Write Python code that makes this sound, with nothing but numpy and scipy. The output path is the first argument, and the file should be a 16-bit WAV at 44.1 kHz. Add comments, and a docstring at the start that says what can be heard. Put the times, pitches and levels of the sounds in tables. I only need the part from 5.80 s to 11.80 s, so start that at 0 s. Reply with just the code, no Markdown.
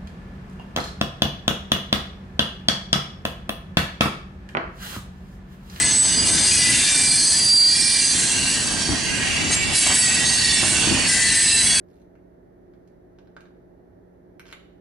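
"""In front of a brick factory, freight cars roll round a curve, near a camera whose gain control ducks loud squeals.
Noise shaped by frequency makes the car rumble, the rail roar and the clunks of the trucks at a rail joint.
Wheel flanges grind along the rail: noise sent through the ringing resonances of the wheels.
Over this, wobbling tones make the squeals, most of them sinking as the wheels go by.
The factory wall answers the wheels with a short, scattered echo."""
import sys
import numpy as np
from scipy import signal
from scipy.fft import rfft, irfft, next_fast_len
from scipy.io import wavfile
from scipy.ndimage import uniform_filter1d, map_coordinates

SR = 44100
rng = np.random.default_rng(int(sys.argv[2]) if len(sys.argv) > 2 else 0)


def store_pcm(level_fs):
    """Save levels as 16-bit WAV."""
    pcm = np.round(np.clip(level_fs, -1, 1) * 32767).astype(np.int16)
    wavfile.write(sys.argv[1], SR, np.atleast_2d(pcm).T)


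N = 264600

# tone of the rail's roar, also of the clanking truck parts: (frequency [Hz], level [dB])
RAIL_TONE = [(300, -38), (500, -5), (680, 2.5), (1050, 0.5), (1400, -4), (2000, -11), (3500, -49)]


def amp(db):
    """Turn decibels into gain."""
    return 10 ** (np.asarray(db) / 20)


def unit(x):
    """Scale a sound to an rms (average strength) of 1."""
    return x / np.sqrt(np.mean(np.abs(x) ** 2) + 1e-20)


def clock():
    """The time of every sample, in seconds."""
    return np.arange(N) / SR


def along(points, hz):
    """Read a (frequency, value) table at any frequency, on a log frequency axis."""
    f, v = np.transpose(points)
    return np.interp(np.log(hz + 1), np.log(f + 1), v)


def curves(rows):
    """Draw each column after the time as a curve with one value per sample."""
    s, *columns = np.transpose(rows)
    return [np.interp(clock(), s, column) for column in columns]


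def wobble(rate, size=N):
    """A smooth random curve with `rate` random points a second."""
    knots = rng.standard_normal(4096)
    return map_coordinates(knots, [np.arange(size) * rate / SR], mode="wrap")


def filtered(x, response):
    """Multiply the spectrum of x by a function of frequency."""
    m = next_fast_len(N + SR // 4)
    gain = response(np.fft.rfftfreq(m, 1 / SR))
    return irfft(rfft(x, m) * gain, m)[..., :N]


def white():
    """Two unrelated white noises."""
    return rng.standard_normal((2, N))


def coloured(pair, spectrum, side_db):
    """Shape a middle and a side noise by a spectrum, then mix them to left and right with rms 1."""
    shaped = filtered(pair, lambda hz: amp(along(spectrum, hz)))
    mid, side = shaped * amp([[0], [side_db]])
    return unit(np.array([mid + side, mid - side]))


def swell(start, hold, attack, release):
    """Gain that rises, holds and dies; attack and release are the seconds taken for 20 dB."""
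    t = clock() - start
    before = np.maximum(-t / attack, 0)
    after = np.maximum((t - hold) / release, 0)
    return amp(-20 * np.minimum(before + after, 10))


def factory(x):
    """The wall and the cars scatter the sound: a fading noise echo, 20 ms late, different at each ear."""
    # how long the echo rings: (frequency [Hz], time to fade by 60 dB [s])
    fade_times = [(100, 0.51), (2000, 0.16), (10000, 0.59)]
    hz, t, z = signal.stft(rng.standard_normal((2, SR // 2)), SR, nperseg=256)
    fade = amp(-60 * t / along(fade_times, hz)[:, None])
    tail = signal.istft(z * fade, SR, nperseg=256)[1]
    late = np.pad(x.mean(axis=0), (SR // 50, 0))[None]
    return signal.fftconvolve(late, tail / np.linalg.norm(tail[0]), axes=1)[:, :N]


def rolling():
    """Car bodies rumble and the rails roar under the rolling wheels: two noises rising and falling together."""
    # weight rolling by, heard as car rumble: (time [s], level [dB])
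    rumble_levels = [(0, -27.5), (.3, -30.5), (.5, -27), (.8, -28), (1.4, -31), (1.8, -31.5), (2.1, -35),
                     (2.5, -33), (3.0, -30), (3.3, -32.5), (3.62, -29.2), (3.95, -31), (4.4, -29.5),
                     (4.65, -31.5), (5.02, -27.5), (5.35, -29), (5.62, -32), (5.85, -29), (6, -31)]
    # tone of the car bodies: (frequency [Hz], level [dB])
    car_tone = [(13, -42), (22, -12), (70, 0), (114, -1), (261, -0.5), (474, -12.5), (520, -16.5),
                (680, -23), (1140, -120)]
    usual_db, roar_under_db, roar_growth = -31.5, 7, 1.13  # the roar is softer but swings wider
    rumble_db, = curves(rumble_levels)
    roar_db = usual_db - roar_under_db + roar_growth * (rumble_db - usual_db)
    # the deepest rumble is the most alike on both sides
    side_levels = [(40, -11.0), (130, -1)]  # (frequency [Hz], level [dB])
    pair = filtered(white(), lambda hz: amp(np.outer([0, 1], along(side_levels, hz))))
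    rumble = amp(rumble_db + 1.2 * wobble(14)) * coloured(pair, car_tone, side_db=-5.5)
    roar = amp(roar_db + 1.2 * wobble(24.8)) * coloured(white(), RAIL_TONE, side_db=-7.0)
    return rumble + roar


def clunks():
    """A wheel drops at the rail joint: the truck thuds and its loose parts clank, as dying bursts of noise."""
    # wheels dropping: (time [s], strength of the blow [dB], clank against the blow [dB])
    drops = [(3.09, -13.5, -20), (3.119, -14, -20), (3.705, -23.5, -5), (4.065, -21.5, -3.5),
             (4.099, -17.5, -9.5), (4.828, -17, -10), (5.03, -20, -10), (5.07, -14, -22), (5.113, -8, -24),
             (5.17, -26, -10)]
    # tone of the thud: (frequency [Hz], level [dB])
    thud_tone = [(25, -20), (70, 8), (150, 1.5), (320, 6.5), (480, -18.5), (900, -29)]
    thud, clank = np.zeros(N), np.zeros(N)
    for s, db, clank_db in drops:
        age = np.maximum(clock() - s + 0.0027, 0)  # each burst starts 2.7 ms before its listed time
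        blow = amp(db) * (1 - np.exp(-age / .002))
        # the thud dies by 60 dB in 0.19 s, the clank in 0.3 s
        thud += blow * amp(-60 * age / 0.19)
        clank += blow * amp(clank_db - 60 * age / 0.3)
    frame = coloured(white(), thud_tone, side_db=-7)
    parts = coloured(white(), RAIL_TONE, side_db=-8)
    return amp(-7.0) * thud * frame + clank * parts


def pressure():
    """How hard the flanges press on the rail, in dB: bites added to light brushing, as powers."""
    # a flange bites the rail: (start [s], hold [s], release to fall 20 dB [s], pressure [dB])
    bite_rows = [(-.1, 0.38, .6, -3.8), (0.466, 0.12, .5, 1.8), (0.656, 0.86, 0.1, 3), (1.504, .55, 1.5, 0),
                 (2.097, 0.11, .88, -2.6), (2.702, .04, .1, -6.5), (3.72, 0.035, 0, -1.5),
                 (3.958, 0.11, 0.8, 1), (4.154, 0.14, 0, 0), (4.466, 0.053, 1.1, -5),
                 (4.648, .09, 1.1, -3.5), (4.84, 0.066, 0.5, -7), (5.29, 0.28, 5.5, 1.5),
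                 (5.56, 0.36, 1, 1.5)]
    attack_s, brushing_db = .028, -16.8
    bites = sum((amp(db) * swell(s, hold, attack_s, release)) ** 2
                for s, hold, release, db in bite_rows)
    return 10 * np.log10(bites + amp(brushing_db) ** 2)


def wheel(modes, at_s, width_hz, patchy_db, fine_db, sink):
    """A rubbed wheel: noise with broad resonances, full of narrow ones that come and go; all sink in pitch."""
    hz, _, z = signal.stft(rng.standard_normal((2, N + SR)), SR, nperseg=4096)
    body = 1
    for f, db in modes:
        half_width = width_hz * np.sqrt(f / 4000) / 2  # width_hz is the width at 4000 Hz
        body = body + (amp(db) - 1) / (1 + ((hz - f) / half_width) ** 2)

    def blotches(bins, frames):
        """Random levels, smoothed over frequency and time."""
        over_hz = uniform_filter1d(rng.standard_normal(z.shape[1:]), size=bins, axis=0)
        return unit(uniform_filter1d(over_hz, size=frames, axis=1))

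    patches, lines = blotches(11, 3), blotches(2, 7)
    gain = body[:, None] * amp(patchy_db * patches + fine_db * lines)
    ringing = signal.istft(z * gain, nperseg=4096)[1]
    # Doppler: the sound is stretched more and more; sink is the share of pitch lost a second
    passing = np.cumsum(1 - sink * (clock() - at_s))
    return np.array([map_coordinates(side, [passing], order=3) for side in ringing])


def rubbing():
    """The wheels of three trucks ring in turn, each truck drowning out the one ahead by a quick crossfade."""
    # resonances of each truck's wheels: (frequency [Hz], level over the scraping [dB])
    first_modes = [(1680, 7), (1960, 8.5), (2355, 5), (2780, 3.5), (2950, 2.5), (3310, 4), (3620, 4.5),
                   (4270, 8.5), (4770, 8.5), (5750, 4.5), (6290, 6.5), (6520, 6), (7790, 7), (8200, 4),
                   (8780, 4), (9750, 6)]
    second_modes = [(1620, 0.67), (1895, 9.8), (2260, 5), (2720, 9), (3310, 1.6), (3540, 5), (3930, 7.1),
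                    (4500, 10.5), (5400, 6.7), (6330, 8.3), (6750, 2.1), (7300, 9.5), (7700, 3.3),
                    (8250, 8.8), (9160, 7.6), (10080, 2.7)]
    third_modes = [(1600, 1.4), (1810, 5.9), (1980, 5.5), (2210, 9.2), (2740, 10.5), (4050, 7.2),
                   (4565, 5.5), (4730, 2.6), (6250, 7.9), (7400, 3.8), (7920, 4.3), (8180, 5.2),
                   (9350, 2.9), (9650, 3), (9900, 4.3)]
    out = np.zeros((2, N))
    # (takes over [s], time at which its pitches are as listed [s], resonances)
    for start, at_s, modes in [(-1, 1.0, first_modes), (3.5, 4.7, second_modes), (5.5, 5.6, third_modes)]:
        share = np.clip((clock() - start) / 0.075 + .5, 0, 1)
        ringing = wheel(modes, at_s, width_hz=128, patchy_db=2.0, fine_db=4.5, sink=.016)
        out = np.sqrt(1 - share) * out + np.sqrt(share) * ringing
    return out


def grinding(pressure_db):
    """Flanges scrape the rail head; the chattering contact rings the wheels low, middle and high."""
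    # low wheel ring, before a cut of 2 dB: (time [s], level [dB])
    ring_levels = [(0, -22.5), (.3, -29), (.65, -23.5), (.95, -18.5), (1.5, -30), (2.4, -28), (3.1, -28.5),
                   (3.5, -23), (3.85, -25.5), (4.12, -18.5), (4.35, -25.5), (5.35, -21), (6, -21.5)]
    # tone of the low ring: (frequency [Hz], level [dB])
    ring_tone = [(1300, -29), (1500, -2), (1700, -1.5), (2100, -2.5), (2950, 1), (3400, -7), (4200, -20.5)]
    # tone of the middle scrape: (frequency [Hz], level [dB])
    scrape_tone = [(2700, -24), (3350, -4), (4500, 2.5), (6500, 1), (7300, 0), (8100, -20.5), (9500, -55)]
    # tone of the high hiss: (frequency [Hz], level [dB])
    hiss_tone = [(6900, -34), (7650, -1), (8400, 3), (9700, -0.5), (10400, -1.5), (11000, -4)]
    ring_db, = curves(ring_levels)
    # harder pressing lifts the scrape less than the hiss
    scrape_db = -21.5 + 0.65 * pressure_db
    hiss_db = -19 + pressure_db
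    steel = rubbing()
    chatter_db = 0.82 * wobble(60)
    ring = amp(ring_db - 2.0 + chatter_db) * coloured(steel, ring_tone, side_db=-7.5)
    scrape = amp(scrape_db + chatter_db) * coloured(steel, scrape_tone, side_db=-8)
    hiss = amp(hiss_db + 1.2 * wobble(40)) * coloured(steel, hiss_tone, side_db=-12.5)
    return ring + scrape + hiss


def stick_slip(hz, rough, flutter_hz):
    """One wheel tone kept going by stick and slip; uneven slips shake its size and phase. Rms 1."""
    shake = wobble(flutter_hz, size=len(hz)) + 1j * wobble(flutter_hz, size=len(hz))
    spin = np.exp(2j * np.pi * np.cumsum(hz) / SR)
    return unit(np.real((1 + rough * shake) * spin))


def squeals(db, sink, spread_db):
    """Short, rough squeals: each swells and lets go, sinking in pitch as its wheel passes."""
    # squeals, before the shared boost db: (start [s], hold [s], pitch mid-hold [Hz], level [dB])
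    squeal_rows = [ (0, 0.06, 8130, -21.5), (0, 0.067, 2000, -32), (0.049, 0.3, 6210, -29),
                   (0.496, .25, 6290, -27.5), (0.497, .4, 8310, -23), (.55, 0.28, 8860, -32),
                   (.8, 0.14, 1997, -25), (.81, .08, 4700, -27), (1.001, 0.17, 3604, -27.5),
                   (1.07, 0.28, 2360, -29), (1.12, 0.35, 8160, -22.5), (1.298, 0.22, 4280, -24.5),
                   (1.36, .14, 8670, -25), (1.4, .14, 4470, -26.5), (1.461, .12, 7750, -23),
                   (1.36, .3, 6250, -28), (1.56, .38, 9950, -27), (1.79, 0.13, 4244, -23),
                   (1.92, .2, 5389, -27), (1.918, .3, 2357, -31), (1.978, .27, 9640, -26),
                   (2, 0.069, 8100, -24), (2.16, .12, 4838, -28), (2.263, 0.04, 6270, -26),
                   (1.98, 0.16, 4250, -32), (2.56, 0.22, 2776, -33.5), (2.99, .13, 4530, -34),
                   (3.519, 0.36, 2290, -37), (3.74, 0.072, 7410, -29.5), (3.96, 0.06, 10160, -24),
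                   (3.96, .2, 8380, -32), (4.081, 0.25, 7750, -23.5), (4.17, 0.053, 10170, -24),
                   (4.38, 0.11, 1910, -32), (4.63, 0.14, 1880, -28), (4.465, 0.089, 6360, -26.5),
                   (4.47, 0.048, 4515, -26), (4.58, 0.15, 4485, -25.5), (4.7, .07, 3540, -27.5),
                   (4.76, 0.16, 9200, -33), (4.84, 0.12, 8230, -30), (4.86, 0.17, 2700, -35),
                   (5.3, 0.32, 1988, -26.5), (5.31, 0.068, 1582, -28), (5.36, 0.43, 1810, -28.5),
                   (5.45, 0.18, 4050, -29), (5.5, 0.46, 8150, -23), (5.62, 0.178, 7920, -20.5),
                   (5.67, 0.177, 4000, -23.5), (5.64, 0.187, 5040, -27.5), (5.68, 0.1, 2670, -25),
                   (5.88, 0.1, 3360, -23.5), (5.87, 0.12, 4500, -25), ]
    attack_s, release_s, arch_db = .08, 0.17, 2  # times for 20 dB; bulge of the held note
    out = np.zeros((2, N))
    for start, hold, hz, level_db in squeal_rows:
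        gain = swell(start, hold, attack_s, release_s)
        span = gain > .01  # only the audible part
        t = clock()[span] - start - hold / 2
        place = amp(spread_db * rng.standard_normal() * np.array([[.5], [-.5]]))  # random left-right place
        level = amp(db + level_db - arch_db * (2 * t / hold) ** 2)
        tone = stick_slip(hz * (1 - sink * t), rough=0.44, flutter_hz=95.4)
        out[:, span] += place * level * gain[span] * tone
    return out


def locked_squeal(rows, db, rough):
    """A flange pressed hard: a single wheel tone takes over and holds a long note, clean or rough."""
    hz, level_db = curves(rows)
    since_start, until_end = clock() - rows[0][0], rows[-1][0] - clock()
    inside = np.clip(np.minimum(since_start, until_end) / 0.019 + 1, 0, 1)  # 19 ms fades outside the ends
    return inside * amp(level_db + db) * stick_slip(hz, rough, flutter_hz=133.4)


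def long_notes():
    """Wheels locked into one note: a high clean whistle, a lower clean shriek and a long rough song."""
    # high whistle, before a boost of 3 dB: (time [s], pitch [Hz], level [dB])
    whistle_rows = [(0.0, 8007, -26), (0.08, 7970, -25), (0.204, 7990, -12.5), (0.26, 7990, -22),
                    (0.5, 7929, -31)]
    # lower shriek, before a boost of 1.5 dB: (time [s], pitch [Hz], level [dB])
    shriek_rows = [(1.45, 4750, -26), (1.65, 4730, -18.5), (1.73, 4720, -7.5), (1.87, 4726, -10),
                   (2.02, 4694, -24.5)]
    # one wheel singing on and on, before a cut of 1 dB: (time [s], pitch [Hz], level [dB])
    singing_rows = [(.25, 4830, -46), (.4, 4822, -15.5), (.5, 4815, -32), (.65, 4810, -19.5),
                    (1.15, 4780, -32.5), (1.32, 4750, -17), (1.6, 4760, -35), (2.0, 4730, -26),
                    (2.2, 4710, -23), (2.45, 4654, -35.5), (3.7, 4616, -34.5)]
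    whistle = locked_squeal(whistle_rows, db=3.0, rough=0.11)
    shriek = locked_squeal(shriek_rows, db=1.5, rough=0.11)
    singing = locked_squeal(singing_rows, db=-1, rough=0.3)
    return whistle + shriek + singing


def scene():
    """The grinding and squealing wheels, placed along the track, over the rolling train."""
    # where the loudest wheels are: (time [s], left over right [dB])
    bearings = [(0.0, 0.5), (0.22, -3), (0.62, 0.5), (2.14, -3.5), (2.81, -1.0), (2.96, -3.5), (3.59, -1),
                (5.21, -4), (5.31, 1.5), (6.0, -1.5)]
    pressure_db = pressure()
    wheels = grinding(pressure_db) + squeals(db=2.0, sink=.022, spread_db=2.0) + long_notes()
    wheels = wheels * amp(curves(bearings)[0] * np.array([[.5], [-.5]]))
    left, right = wheels + amp(-14.0) * factory(wheels) + rolling() + clunks()
    # hard rubbing comes from one spot, so pressure narrows the stereo width
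    width_db = -1.5 - 0.29 * pressure_db
    mid = (left + right) / 2
    side = (left - right) / 2 * amp(width_db)
    return np.array([mid + side, mid - side])


def record(dry):
    """The camera turns everything down under a loud squeal and keeps nothing above its band limit."""
    knee_db, squeeze, average_s, top_hz = -17.8, 0.65, 0.042, 11050  # squeeze: share of the excess removed
    power = np.abs(uniform_filter1d(np.mean(dry ** 2, axis=0), size=int(average_s * SR)))
    excess_db = np.maximum(10 * np.log10(power + 1e-12) - knee_db, 0)
    return filtered(dry * amp(-squeeze * excess_db), lambda hz: hz < top_hz)


dry = scene()
out = record(dry)
store_pcm(out)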